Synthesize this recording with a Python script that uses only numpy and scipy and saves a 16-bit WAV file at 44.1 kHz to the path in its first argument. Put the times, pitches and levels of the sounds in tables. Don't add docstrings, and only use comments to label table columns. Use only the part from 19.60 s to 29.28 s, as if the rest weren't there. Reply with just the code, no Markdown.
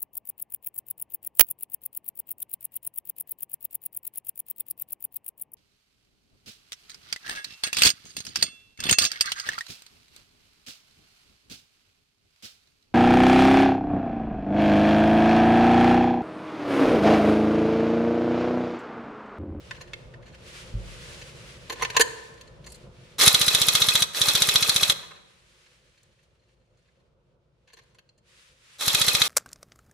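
import sys
import numpy as np
from scipy import signal
from scipy.fft import rfft, irfft, next_fast_len
from scipy.io import wavfile

SR = 44100
rng = np.random.default_rng(int(sys.argv[2]) if len(sys.argv) > 2 else 0)


def master(y):
    cut = np.clip(np.atleast_2d(y).T, -1, 1)
    pcm = np.round(cut * 32767)
    wavfile.write(sys.argv[1], SR, pcm.astype(np.int16))


N = 426888

# [t from the slam/ms, level/dB, colour centre f/Hz, colour width/octaves,
# decay time/ms]
CYCLE = [(-17.5, 9, 13000, 0.64, 2), (-10, -7.5, 7200, 2.8, 7.2), (-4, -2.5, 9000, 1.3, 5.0),
         (-0.53, 14, 5840, 2.1, 1.19), (1.82, 8, 6500, 1.7, 1.8), (4.5, 1.5, 3200, 1.0, 2.8),
         (14, -3.5, 3900, .6, 2.5), (22.5, -5, 3100, 0.31, 2.2), (30, 1, 2570, 0.0982, 6.5),
         (34.5, -5.5, 2500, 0.089, 3.0), (37.5, -2.5, 4800, 0.17, 13)]
# [motor start t/s, gears take the load t/s, first piston slam t/s, cycle period/ms, motor stop t/s]
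TRIGGER = [(3.582, 3.611, 3.679, 67.64, 4.441), (4.53, 4.547, 4.6175, 68.12, 5.322),
           (9.183, 9.209, 9.2805, 67.65, 9.75)]
# [f/Hz, width/Hz, level/dB]
RIFLE_MODES = [(410, 170, -14), (563, 100, -9.5), (1203, 63, -7.5), (2136, 130, -15), (2538, 86, -6.5),
               (3401, 406, -2.5), (3955, 122, 1), (4266, 150, -3.5), (5090, 180, -11), (5540, 310, -8.5),
               (6430, 700, -17), (7200, 418.5, -12.5), (9920, 1300, -14.5), (13030, 1500, -17),
               (875, 960, -12.5), (1530, 1780, -11), (6100, 6000, -17.5)]
# [t/s, level/dB, colour centre f/Hz, colour width/octaves, decay time/ms]
HANDLING = [(0.109, -7, 1930, 0.51, 3.1), (0.209, -20, 2494, 1.3, 8.6), (0.334, -1.5, 3000, 0.41, 1.94),
            (0.537, -26.5, 1880, 0.45, 4.7), (0.727, -28, 4440, .6, 2.3), (1.61, -17, 3830, 0.71, 13),
            (2.097, -5.5, 2060, 1.65, 5.7), (2.119, -10.5, 2440, 1.73, 12), (2.195, -22, 1500, 1.5, 4.1),
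            (2.211, -10, 1600, 1.03, 2.6), (2.22, -1, 2300, 1.24, 8.9), (2.248, -4, 1980, 0.9, 3.6),
            (2.301, -7, 2570, 1.25, 3), (2.344, -14.5, 1430, 0.83, 12), (2.365, 11.5, 2980, 1.17, 5.4),
            (2.395, 5, 1780, 2.1, 6), (2.407, 12.5, 4000, 1.4, 7.3), (2.74, -23.5, 6500, .5, 2.3),
            (2.776, -26, 3000, .8, 3.2), (2.81, -16, 3500, 1.3, 4), (2.873, -25, 3800, .8, 4.9),
            (3.061, -16.5, 4200, 1.3, 12), (3.12, -14.5, 7000, 0.95, 3.8), (3.154, -23, 5480, 0.98, 5.3),
            (5.429, -7, 1600, .4, 10), (5.505, -6.5, 1400, 0.93, 9.4), (6.06, -19, 2603, 0.66, 6.7),
            (6.375, -19, 3494, 0.93, 6.5), (6.432, -10, 8500, .5, 1.4), (6.59, -24, 2300, .5, 3.6),
            (6.63, -22.5, 4190, 1.16, 4.7), (7.284, -24.5, 1906, 0.29, 3.9), (8.132, -8, 3560, 1.55, 5.4),
            (8.168, -13, 2200, 1.3, 6.7), (8.185, -14, 1900, 1.17, 7.3), (8.235, -20, 3130, 1.2, 2.8),
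            (8.346, -15.5, 2810, 1.2, 4.5), (8.385, -11, 2600, 1.27, 4.8), (8.49, -9.5, 4200, 0.46, 3.2),
            (8.577, -21.5, 4475, 0.94, 7)]
# [start t/s, end t/s, greatest level/dB, middle colour f/Hz]
RATTLES = [(0.117, 0.3, -29.5, 2210), (0.619, 0.862, -32.5, 2500), (2.098, 2.396, -22.5, 2000),
           (2.599, 2.743, -49, 2970), (3.032, 3.175, -24.5, 5000), (5.359, 5.602, -11.5, 1498),
           (5.748, 6.65, -28.5, 3500), (6.701, 7.401, -32, 3490), (8.061, 8.248, -19, 3210),
           (8.282, 8.36, -34, 3530)]
# [f/Hz, width/Hz, level/dB]
FITTING_MODES = [(322.6, 58, 10.5), (450, 55, 14), (1033, 70, 6), (1485.7, 150, -2.5), (1775, 130, -1),
                 (2110, 110, 0), (2690, 81, -7), (3150, 30, -2), (4150, 90, -2), (4640, 790, -9.5),
                 (5880, 280, -9), (7230, 84, -8), (10000, 1200, -7), (13600, 1500, -12), (2300, 2600, -8),
                 (7000, 2100, -9)]
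# [f/Hz, starting level/dB, t60/s]
THUD_MODES = [(48, -24, 0.4), (108.5, -27, 0.26), (183, -43, 0.51)]
NEAR_ECHO_MS = [.7, 1.3, 2.3]
# [f/Hz, t60/s, level/dB]
SHOP = [(60, 1.1, 0), (200, 1.3, 4), (703.6, 1.09, 5), (1790, 0.91, 2), (4000, 0.67, -2), (7990, 0.64, 1.5),
        (13090, 0.49, -1.5)]
# [t/s, level/dB]
HISS = [(0, -56), (0.4, -58.5), (0.6, -65.5), (0.8, -59), (0.88, -46.5), (1.15, -52.5), (1.55, -44.5),
        (1.75, -48.5), (2.05, -53.5), (2.65, -46.5), (2.87, -60), (3.0, -61.5), (3.15, -55.5), (3.3, -59.5),
        (5.75, -45), (6.0, -45.5), (6.45, -50), (6.65, -55), (7.35, -57.5), (7.5, -64), (8.0, -62.5),
        (8.28, -54.5), (8.45, -60.5), (8.62, -62), (8.69, -45.5), (9.159, -42.5)]
# [f/Hz, level/dB per Hz]
HISS_COLOUR = [(470, -34), (800, -10), (830, -11), (1030, -4), (1560, 0.5), (2760, 2), (5340, -3),
               (10400, -8.5), (11900, -20.5), (13700, -15.5), (15500, -45.5)]
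# [f/Hz, level/dB per Hz]
HUM_COLOUR = [(15, -42), (25, -20), (53, -1), (92, -8), (125, -1.5), (310, -21), (362, -8), (388, -17.5),
              (510, -8.5), (743, -23), (796, -26.5), (838, -22.5), (1500, -26.5), (1950, -62), (3300, -120)]
# [f/Hz, correlation from -1 to 1]
LIKENESS = [(60, 0.86), (180, 0.84), (550, 0.63), (1650, -0.097), (4970, 0.27), (15000, -0.26)]
# [f/Hz, width/Hz]
PORT_NOTCHES = [(11800, 880), (15000, 320)]

RIFLE_DB, CYCLE_JITTER_MS = 17.5, .6
GEAR_DB, IDLE_DB, TEETH_PER_S = -18.5, -10, 3500
TAKE_UP_DB = 0.1
PUFF_DB, PUFF_HZ, PUFF_MS, PUFF_LEAD_MS = -10, 120, 2.5, 3.2
RATTLES_PER_S, RATTLE_OCTAVES, RATTLE_MS = 80, .8, 7.6
THUD_S = 1.14
NEAR_ECHO_DB, NEAR_ECHO_HZ, LEFT_DB = -2, 444, -2
SHOP_DB, HUM_DB = -14.5, -50
SHEEN_HZ, SHEEN_DB, SHEEN_FOLLOWS, SHEEN_FROM_DB = 6010, -2, 0.24, -49.5
THRESHOLD_DB, DUCK_SHARE, RELEASE_DB_S, LISTEN_S = -20.5, 0.94, 0.27, 0.042
QUICK_S, SLOW_S, QUICK_SHARE = 0.008, 0.4, 0.95
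OUTPUT_DB, CUTOFF_HZ = 1.99, 16250
KNOCK_SAMPLES = 800


def from_db(db):
    return 10 ** (np.asarray(db) / 20)


def rms_one(x):
    return x / np.sqrt(np.mean(x ** 2) + 1e-20)


def at_hz(points, hz, axis=1):
    points = np.array(points)
    return np.interp(np.log(hz), np.log(points[:, 0]), points[:, axis])


def smooth(x, seconds, rate=SR):
    r = np.exp(-1 / (seconds * rate))
    return signal.lfilter([1 - r], [1, -r], x)


def drift(per_s):
    slow = rng.standard_normal(N // 40 + 2002)
    for _ in range(2):
        slow = smooth(slow, .16 / per_s, SR / 40)
    settled = rms_one(slow[2000:])
    return np.interp(np.arange(N) / 40, np.arange(len(settled)), settled)


def resonate(x, hz, width_hz):
    r = np.exp(-np.pi * width_hz / SR)
    zeros = np.array([1, 0, -1]) * (1 - r * r) / 2
    poles = [1, -2 * r * np.cos(2 * np.pi * hz / SR), r * r]
    return signal.lfilter(zeros, poles, x + 1e-18)


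def knocks(s, db, centre_hz, octaves, ms, modes, spread_db, rise, snap, rub=(0, 0)):
    age = np.arange(KNOCK_SAMPLES) / SR * 1000 / ms[:, None]
    shape = np.exp(-age) * (1 - np.exp(-age / rise))
    strength = np.linalg.norm(shape, axis=1)
    spray = shape * rng.standard_normal(age.shape) * (rng.random(age.shape) < .6)
    spray[:, 4] += snap / ms * strength

    edge_hz = centre_hz * 2 ** (2.5 * octaves)
    hz_axis = np.fft.rfftfreq(KNOCK_SAMPLES, 1 / SR)
    spray = irfft(rfft(spray) / (1 + 1j * hz_axis / edge_hz[:, None]) ** 2)
    spray *= (from_db(db) * 0.57 * strength / np.linalg.norm(spray, axis=1))[:, None]

    at = ((s * SR).astype(int)[:, None] + np.arange(KNOCK_SAMPLES)).ravel()
    luck_db = rng.normal(0, spread_db, (len(s), len(modes)))
    out = 0
    for k, (hz, width_hz, mode_db) in enumerate(modes):
        nearness = np.exp(-.5 * (np.log2(hz / centre_hz) / octaves) ** 2)
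        share = nearness * from_db(luck_db[:, k])
        impacts = np.bincount(at, (spray * share[:, None]).ravel(), N + KNOCK_SAMPLES)[:N]
        force = impacts + rub[k % 2]
        out = out + (-1) ** k * from_db(mode_db) * resonate(force, hz, width_hz)
    return out


def shots():
    bursts = [np.arange(slam, min(stop, N / SR), ms / 1000) for _, _, slam, ms, stop in TRIGGER]
    slams = np.concatenate(bursts)
    return slams + rng.normal(0, CYCLE_JITTER_MS / 1000, len(slams))


def rifle(slams):
    rows = np.tile(CYCLE, (len(slams), 1))
    lag_ms = rows[:, 0] + rng.normal(0, .08, len(rows))
    rows[:, 0] = np.repeat(slams, len(CYCLE)) + lag_ms / 1000
    rows[:, 1] += rng.normal(0, 0.33, len(rows))
    when = rows[:, 0]
    running = np.any([(when > start) & (when < stop) for start, *_, stop in TRIGGER], axis=0)
    take_up = [(bite, -3, 2500, 2.2, 3.0) for _, bite, *_ in TRIGGER]
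    contacts = np.vstack([rows[running], take_up]).T
    struck = knocks(*contacts, RIFLE_MODES, spread_db=3.0, rise=0.17, snap=1.7, rub=gears())
    return from_db(RIFLE_DB) * struck


def gears():
    t, load = np.arange(N) / SR, np.zeros(N)
    for start, bite, *_, stop in TRIGGER:
        loaded = 1 + (from_db(TAKE_UP_DB) - 1) * np.exp(-np.abs(t - bite) / 0.021)
        running = (t > start) * (t < stop)
        load += np.where(t < bite, from_db(IDLE_DB), loaded) * running
    white = rng.standard_normal((2, N))
    teeth = ((rng.random(N) < TEETH_PER_S / SR) + 0.19) * white
    level = from_db(GEAR_DB + 2.0 * drift(60.0))
    return level * smooth(load, 0.0045) * rms_one(teeth)


def puffs(slams):
    t = np.arange(-900, 900) / SR
    swing = -np.sin(2 * np.pi * PUFF_HZ * t) * np.exp(-(t * 1000 / PUFF_MS) ** 2 / 2)
    strokes = np.zeros(N)
    strokes[((slams - PUFF_LEAD_MS / 1000) * SR).astype(int)] = from_db(PUFF_DB)
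    pushed = signal.fftconvolve(strokes, swing, "same")
    return signal.sosfilt(signal.butter(2, 65, "high", fs=SR, output="sos"), pushed)


def handling():
    contacts = np.transpose(HANDLING + rattles())
    return knocks(*contacts, FITTING_MODES, spread_db=2.5, rise=0.55, snap=0.6)


def rattles():
    rows = []
    for start, end, db, centre_hz in RATTLES:
        count = int((end - start) * RATTLES_PER_S) + 1
        for when, size, hue in rng.random((count, 3)):
            s = start + when * (end - start)
            colour_hz = centre_hz * 2 ** (hue - .5)
            rows.append((s, db - 12 * size, colour_hz, RATTLE_OCTAVES, RATTLE_MS))
    return rows


def thud():
    t = np.clip(np.arange(N) / SR - THUD_S, 0, None)
    ringing = sum(from_db(db - 60 * t / t60) * np.sin(2 * np.pi * hz * t) for hz, db, t60 in THUD_MODES)
    return ringing * (1 - np.exp(-t / 0.0036))


def near_field(x):
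    click = np.arange(900) == 0
    echoes = signal.lfilter(*signal.butter(2, NEAR_ECHO_HZ, "high", fs=SR), click)
    delays_ms = np.array(NEAR_ECHO_MS) * rng.uniform(.9, 1.1, 3)
    for lag in (delays_ms * SR / 1000).astype(int):
        loop = np.r_[1, np.zeros(lag - 1), .55]
        echoes = signal.lfilter(loop[::-1], loop, echoes)
    side = from_db(NEAR_ECHO_DB) * signal.oaconvolve(x, echoes)[:N]
    return (x + side * [[1], [-1]]) * from_db([[LEFT_DB], [0]])


def shop(x):
    t = np.arange(SR) / SR
    white, tail = rng.standard_normal((2, 2, SR)), 0
    for k, low_hz in enumerate(35 * 2 ** np.arange(9)):
        octave = signal.butter(2, [low_hz, 2 * low_hz], "band", fs=SR, output="sos")
        band = signal.sosfilt(octave, white[k % 2])
        middle_hz = low_hz * np.sqrt(2)
        t60, db = at_hz(SHOP, middle_hz), at_hz(SHOP, middle_hz, axis=2)
        tail = tail + band * from_db(-60 * t / t60 + db)
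    tail *= 1 - np.exp(-t / 0.0022)
    tail_strength = np.sqrt(np.sum(tail[0] ** 2))
    return signal.fftconvolve(x[None], tail / tail_strength, axes=1)[:, :N]


def coloured_noise(spectrum, flicker_db):
    size = next_fast_len(N)
    hz = np.arange(1, size // 2 + 2) * SR / size
    mid, side = rfft(rng.standard_normal((2, size))) * from_db(at_hz(spectrum, hz))
    alike = np.clip(at_hz(LIKENESS, hz), -1, 1)
    pair = irfft(np.sqrt(1 + alike) * mid + np.sqrt(1 - alike) * side * [[1], [-1]])[:, :N]
    return rms_one(pair * from_db(flicker_db * drift(4.9)))


def hiss():
    level_db = np.interp(np.arange(N) / SR, *np.transpose(HISS))
    noise = coloured_noise(HISS_COLOUR, flicker_db=2.1)
    dull = signal.sosfilt(signal.butter(2, SHEEN_HZ, fs=SR, output="sos"), noise)
    sheen_db = SHEEN_DB + SHEEN_FOLLOWS * (level_db - SHEEN_FROM_DB)
    return from_db(level_db) * (dull + from_db(sheen_db) * (noise - dull))


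def hum():
    return from_db(HUM_DB) * coloured_noise(HUM_COLOUR, flicker_db=1.5)


def scene():
    slams = shots()
    struck = rifle(slams) + handling()
    low = puffs(slams) + thud()
    wet = from_db(SHOP_DB) * shop(struck + low)
    return near_field(struck) + low + wet + hum() + hiss()


def gain_control(x):
    level_db = 10 * np.log10(smooth(np.mean(x ** 2, axis=0), LISTEN_S) + 1e-12)
    fall_db = RELEASE_DB_S * np.arange(N) / SR
    held_db = np.maximum.accumulate(level_db + fall_db) - fall_db
    duck_db = DUCK_SHARE * np.clip(held_db - THRESHOLD_DB, 0, None)
    quick_db = QUICK_SHARE * smooth(duck_db, QUICK_S)
    slow_db = (1 - QUICK_SHARE) * smooth(duck_db, SLOW_S)
    return x * from_db(-quick_db - slow_db)


def record(dry):
    for hz, width_hz in PORT_NOTCHES:
        dry = signal.lfilter(*signal.iirnotch(hz, hz / width_hz, fs=SR), dry)
    evened = from_db(OUTPUT_DB) * gain_control(dry)
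    rounded = .9 * np.tanh(evened / .9)
    return signal.sosfilt(signal.cheby2(12, 70, CUTOFF_HZ, fs=SR, output="sos"), rounded)


dry = scene()
out = record(dry)
master(out)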